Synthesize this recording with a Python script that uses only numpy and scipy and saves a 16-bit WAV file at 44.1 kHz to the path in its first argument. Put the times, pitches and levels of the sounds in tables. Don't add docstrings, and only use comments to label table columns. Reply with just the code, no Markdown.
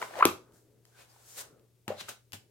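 import sys
import numpy as np
from scipy import signal
from scipy.fft import rfft, irfft
from scipy.io import wavfile

SR = 44100
rng = np.random.default_rng(int(sys.argv[2]) if len(sys.argv) > 2 else 0)


def unload_wav(signal):
    wavfile.write(
        sys.argv[1],
        SR,
        np.round(np.clip(np.atleast_2d(signal).T, -1, 1) * 32767).astype(np.int16),
    )


N = 110250
T = np.arange(N) / SR
AGE = np.arange(SR // 3) / SR
RUB_PAN_DB = 2


def from_db(db):
    return 10 ** (np.asarray(db) / 20)


def rms_one(x):
    return x / np.sqrt(np.mean(x ** 2) + 1e-20)


def at_hz(points, hz):
    point_hz, value = np.transpose(points)
    return np.interp(np.log(hz + 1e-3), np.log(point_hz), value)


def colour(x, eq):
    size = 4096
    gain = from_db(at_hz(eq, np.arange(size // 2 + 1) * SR / size))
    cepstrum = irfft(np.log(gain))
    cepstrum[1:size // 2] *= 2
    cepstrum[size // 2 + 1:] = 0
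    impulse = irfft(np.exp(rfft(cepstrum)))
    return signal.oaconvolve(x.astype("float32"), impulse[None].astype("float32"), axes=1)[:, :N]


def place(x, pan_db, lag_s_per_db=.000036):
    late = np.roll(x, int(round(pan_db * lag_s_per_db * SR)))
    return np.array([x * from_db(pan_db / 2), late * from_db(-pan_db / 2)])


def spread(pair, likeness):
    mid = np.sqrt(1 + likeness) * pair[0]
    side = np.sqrt(1 - likeness) * pair[1]
    return np.array([mid + side, mid - side])


def add(out, start_s, sound):
    start = max(int(start_s * SR), 0)
    part = out[..., start:start + sound.shape[-1]]
    part += sound[..., :part.shape[-1]]


def ring(hz, t60):
    return np.sin(2 * np.pi * hz * AGE) * np.exp(-np.log(1000) * AGE / t60)


def background(air_db=-72, hum_hz=119, hum_db=-69, pan_db=2.5):
    # freq_hz, gain_db
    air_eq = [(20, -16), (60, -3), (120, 0), (200, -10), (350, -11), (700, -24), (1500, -24), (4000, -24),
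              (10000, -24), (16000, -26)]
    rush_eq = [(50, -18), (140, -5), (220, -8), (420, 0), (600, -10), (900, -22), (2000, -32), (6000, -50)]
    # time_s, level_db
    rush_ride = [(0, -70), (.44, -63), (.62, -69), (.78, -68), (.95, -77), (1.3, -80), (1.46, -63),
                 (1.58, -62), (1.72, -77), (2.2, -80), (2.3, -78), (2.44, -72), (2.5, -72)]
    air = rms_one(colour(spread(rng.standard_normal((2, N)), likeness=.4), air_eq))
    rush = rms_one(colour(spread(rng.standard_normal((2, N)), likeness=.8), rush_eq))
    rush_gain = from_db(np.interp(T, *np.transpose(rush_ride)))
    hum = np.sqrt(2) * np.sin(2 * np.pi * hum_hz * T)
    bed = from_db(air_db) * air + rush_gain * rush + from_db(hum_db) * hum
    return bed * from_db([[pan_db / 2], [-pan_db / 2]])


def friction(eq, slips_per_s=4000, slip_db=-7):
    white = rng.standard_normal((2, N), dtype="float32")
    slips = rms_one(white * (rng.random((2, N), dtype="float32") < slips_per_s / SR))
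    texture = spread(white + from_db(slip_db) * slips, likeness=.2)
    return rms_one(colour(texture, eq))


def slides():
    # full_speed_s, attack_s, hold_s, release_s, hollow_db, scrape_db, hiss_db
    strokes = [(.005, .03, .04, .06, -50, -56, -54), (.017, .002, .012, .012, -41, -52, -66),
               (.185, .04, .015, .012, -41, -51, -56), (.258, .003, .012, .03, -35, -44, -50),
               (.54, .015, .04, .055, -74, -82, -68), (.865, .008, .02, .05, -76, -80, -73),
               (.99, .03, .035, .028, -62, -61, -63), (1.1, .02, .12, .05, -69, -73, -68),
               (1.29, .035, .08, .025, -68, -66, -56), (1.38, .011, .033, .01, -54, -49, -43),
               (1.42, .01, .03, .04, -60, -70, -72), (1.883, .002, .008, .034, -43, -52, -62),
               (2.006, .016, .006, .01, -55, -44, -52), (2.04, .03, .04, .02, -64, -61, -66),
               (2.091, .004, .006, .005, -48, -43, -41), (2.105, .005, .012, .02, -53, -54, -58),
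               (2.334, .003, .012, .016, -54, -50, -50)]
    # freq_hz, gain_db
    hollow_eq = [(80, -22), (250, -11), (480, 0), (900, -2), (1500, -6), (2600, -18), (6000, -40)]
    scrape_eq = [(300, -25), (900, -7), (1600, 0), (2600, -1), (3900, 0), (6000, -6), (9500, -12),
                 (16000, -24)]
    hiss_eq = [(1000, -30), (3000, -11), (5200, -2), (7200, 1), (9200, 0), (11000, -5), (13000, -3),
               (16000, -9)]
    t, gains = T[::20], 0
    for full_speed_s, attack_s, hold_s, release_s, *levels_db in strokes:
        before = np.maximum(full_speed_s - t, 0)
        after = np.maximum(t - full_speed_s - hold_s, 0)
        speed = np.exp(-before / attack_s - after / release_s)
        gains = gains + from_db(levels_db)[:, None] * speed
    voices = [friction(eq) for eq in (hollow_eq, scrape_eq, hiss_eq)]
    out = sum(np.interp(T, t, gain) * voice for gain, voice in zip(gains, voices))
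    return out * from_db([[RUB_PAN_DB / 2], [-RUB_PAN_DB / 2]])


def cover_flexes(rise_oct_per_half=.13, overtone_db=-22):
    # peak_s, pitch_hz, level_db, half_length_s, relative_flutter_db
    flexes = [(.0182, 1350, -29, .002, -6), (.0268, 950, -24, .002, -8), (.1105, 700, -42, .002, -9),
              (.141, 1700, -46, .004, -2), (.1565, 850, -32, .0013, -12), (.174, 650, -39, .009, -12),
              (.1925, 540, -32, .006, -10), (.2015, 750, -28, .003, -9), (.2096, 1020, -19, .0035, -13),
              (.2269, 1150, -5, .002, -20), (.2308, 1400, -16, .0022, -11), (.240, 1200, -25, .007, -9),
              (1.165, 850, -54, .002, -16), (1.906, 520, -23, .0026, -26), (1.9225, 600, -31, .006, -25)]
    # freq_hz, gain_db
    flutter_eq = [(100, -22), (400, -6), (900, -2), (1500, 0), (2200, -2), (3500, -14), (7000, -32)]
    whoops, flutter_gain = np.zeros(N), np.zeros(N)
    for peak_s, pitch_hz, level_db, half_s, flutter_db in flexes:
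        t = np.arange(-3 * half_s, 3 * half_s, 1 / SR)
        phase = 2 * np.pi * pitch_hz * t * 2 ** (rise_oct_per_half * t / half_s / 2)
        tone = np.cos(phase) + from_db(overtone_db) * np.sin(2 * phase)
        swell = from_db(level_db) * np.exp(-(t / half_s) ** 2)
        add(whoops, peak_s + t[0], swell * tone)
        add(flutter_gain, peak_s + t[0], swell * from_db(flutter_db))
    flutter = rms_one(colour(rng.standard_normal((1, N)), flutter_eq)[0])
    return place(whoops + flutter_gain * flutter, pan_db=2.5)


def clacks():
    # start_s, level_db, decay_s, brightness_hz, pan_db
    contacts = [(.1895, -21, .001, 7000, 2), (.2528, 5, .001, 3600, 2), (.2540, 5, .0004, 14000, 2.8),
                (.522, -45, .0004, 16000, 1), (.853, -36, .0012, 9000, 2.8), (1.596, -48, .0006, 9000, 2),
                (1.8794, -13, .002, 2700, 3), (1.881, -20, .0007, 16000, 6), (2.01, -19, .0008, 5000, 4),
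                (2.0855, -21, .003, 2200, 3), (2.3216, -26, .0002, 18000, 8),
                (2.3322, -20, .0003, 12000, 8), (2.335, -21, .0015, 7000, 6)]
    # freq_hz, gain_db
    clack_eq = [(100, -28), (400, -5), (1100, 1), (2100, -1), (2900, 5), (3900, -3), (4700, 2), (6300, -3),
                (7800, 3.5), (9400, -5), (12600, 5), (16000, -6)]
    out, age = np.zeros((2, N)), AGE[:SR // 20]
    for start_s, level_db, decay_s, brightness_hz, pan_db in contacts:
        spectrum = rfft(rng.standard_normal(len(age)) * np.exp(-age / decay_s))
        even_burst = irfft(spectrum / np.abs(spectrum) ** .5, len(age))
        lowpass = signal.butter(2, brightness_hz, fs=SR, output="sos")
        burst = signal.sosfilt(lowpass, even_burst)[:len(age) // 2]
        add(out, start_s, place(from_db(level_db) * burst / np.linalg.norm(burst), pan_db))
    return colour(out, clack_eq)


def thumps(attack_s=.0022):
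    # start_s, air_pitch_hz, air_db, air_t60_s, table_db, rolloff_hz
    landings = [(.2541, 350, -1, .02, -34, 1500), (.528, 110, -53, .06, -54, 130),
                (1.8798, 220, -14, .01, -36, 260), (2.008, 105, -47, .07, -43, 120),
                (2.087, 105, -50, .06, -48, 120), (2.333, 100, -43, .19, -41, 140)]
    # pitch_hz, level_db, t60_s
    table_modes = [(97, -11, .36), (142, -14, .18), (174, -9, .17), (212, -3, .16), (246, -2, .14),
                   (312, -2, .17), (386, 1, .19), (462, -2, .14), (602, -8, .16), (1245, -6, .14)]
    modes = [(hz, (-1) ** k * from_db(db) * ring(hz, t60)) for k, (hz, db, t60) in enumerate(table_modes)]
    onset = 1 - np.exp(-(AGE / attack_s) ** 2)
    out = np.zeros(N)
    for start_s, air_pitch_hz, air_db, air_t60_s, table_db, rolloff_hz in landings:
        wood = sum(mode / (1 + (hz / rolloff_hz) ** 2) for hz, mode in modes)
        cushion = from_db(air_db) * ring(air_pitch_hz, air_t60_s)
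        add(out, start_s, (from_db(table_db) * wood - cushion) * onset)
    return place(out, pan_db=1.5)


def squeaks():
    # peak_s, half_length_s, pitch_hz, width_hz, level_db
    drags = [(.47, .07, 1150, 500, -71), (.56, .04, 1500, 400, -74), (.98, .05, 1530, 170, -68),
             (1.005, .03, 2450, 500, -67), (1.11, .02, 4850, 500, -68), (1.32, .045, 6400, 1800, -61),
             (1.386, .012, 1700, 1500, -55), (1.52, .09, 1300, 300, -75), (1.918, .025, 760, 200, -42),
             (1.955, .03, 590, 120, -48), (2.0, .02, 3900, 700, -48), (2.004, .012, 9200, 600, -57),
             (2.09, .008, 1500, 500, -50)]
    out, middle_s = np.zeros(N), AGE.mean()
    for peak_s, half_s, pitch_hz, width_hz, level_db in drags:
        edges_hz = [pitch_hz - width_hz / 2, pitch_hz + width_hz / 2]
        bandpass = signal.butter(2, edges_hz, "band", fs=SR, output="sos")
        squeak = rms_one(signal.sosfilt(bandpass, rng.standard_normal(len(AGE))))
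        swell = np.exp(-((AGE - middle_s) / half_s) ** 2)
        add(out, peak_s - middle_s, from_db(level_db) * squeak * swell)
    return place(out, RUB_PAN_DB)


def room(x, predelay_s=.003, build_s=.003, mono_below_hz=550):
    # freq_hz, t60_s
    decay = [(100, .35), (400, .3), (1200, .25), (2500, .24), (4500, .29), (9000, .26), (16000, .19)]
    # freq_hz, level_db
    send = [(100, -10), (350, -11.5), (1100, -11.5), (2500, -8), (5000, -9.5), (9000, -11), (16000, -10)]
    age = np.maximum(AGE - predelay_s, 0)
    build = 1 - np.exp(-age / build_s)
    edges_hz, response = np.geomspace(60, 18000, 12), 0
    for low, high in zip(edges_hz, edges_hz[1:]):
        hz = np.sqrt(low * high)
        noise = spread(rng.standard_normal((2, len(age))), likeness=1 / (1 + (hz / mono_below_hz) ** 2))
        bandpass = signal.butter(2, [low, high], "band", fs=SR, output="sos")
        tail = signal.sosfilt(bandpass, noise) * build * from_db(-60 * age / at_hz(decay, hz))
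        unity_gain = np.sqrt(2 * (high - low) / SR / len(age))
        response = response + rms_one(tail) * unity_gain * from_db(at_hz(send, hz))
    return signal.fftconvolve(x[:1], response, axes=1)[:, :N]


def scene():
    book = slides() + cover_flexes() + clacks() + thumps() + squeaks()
    return book + room(book) + background()


def record(dry, cutoff_hz=16200):
    return signal.sosfilt(signal.ellip(10, .1, 80, cutoff_hz, fs=SR, output="sos"), dry)


dry = scene()
out = record(dry)
unload_wav(out)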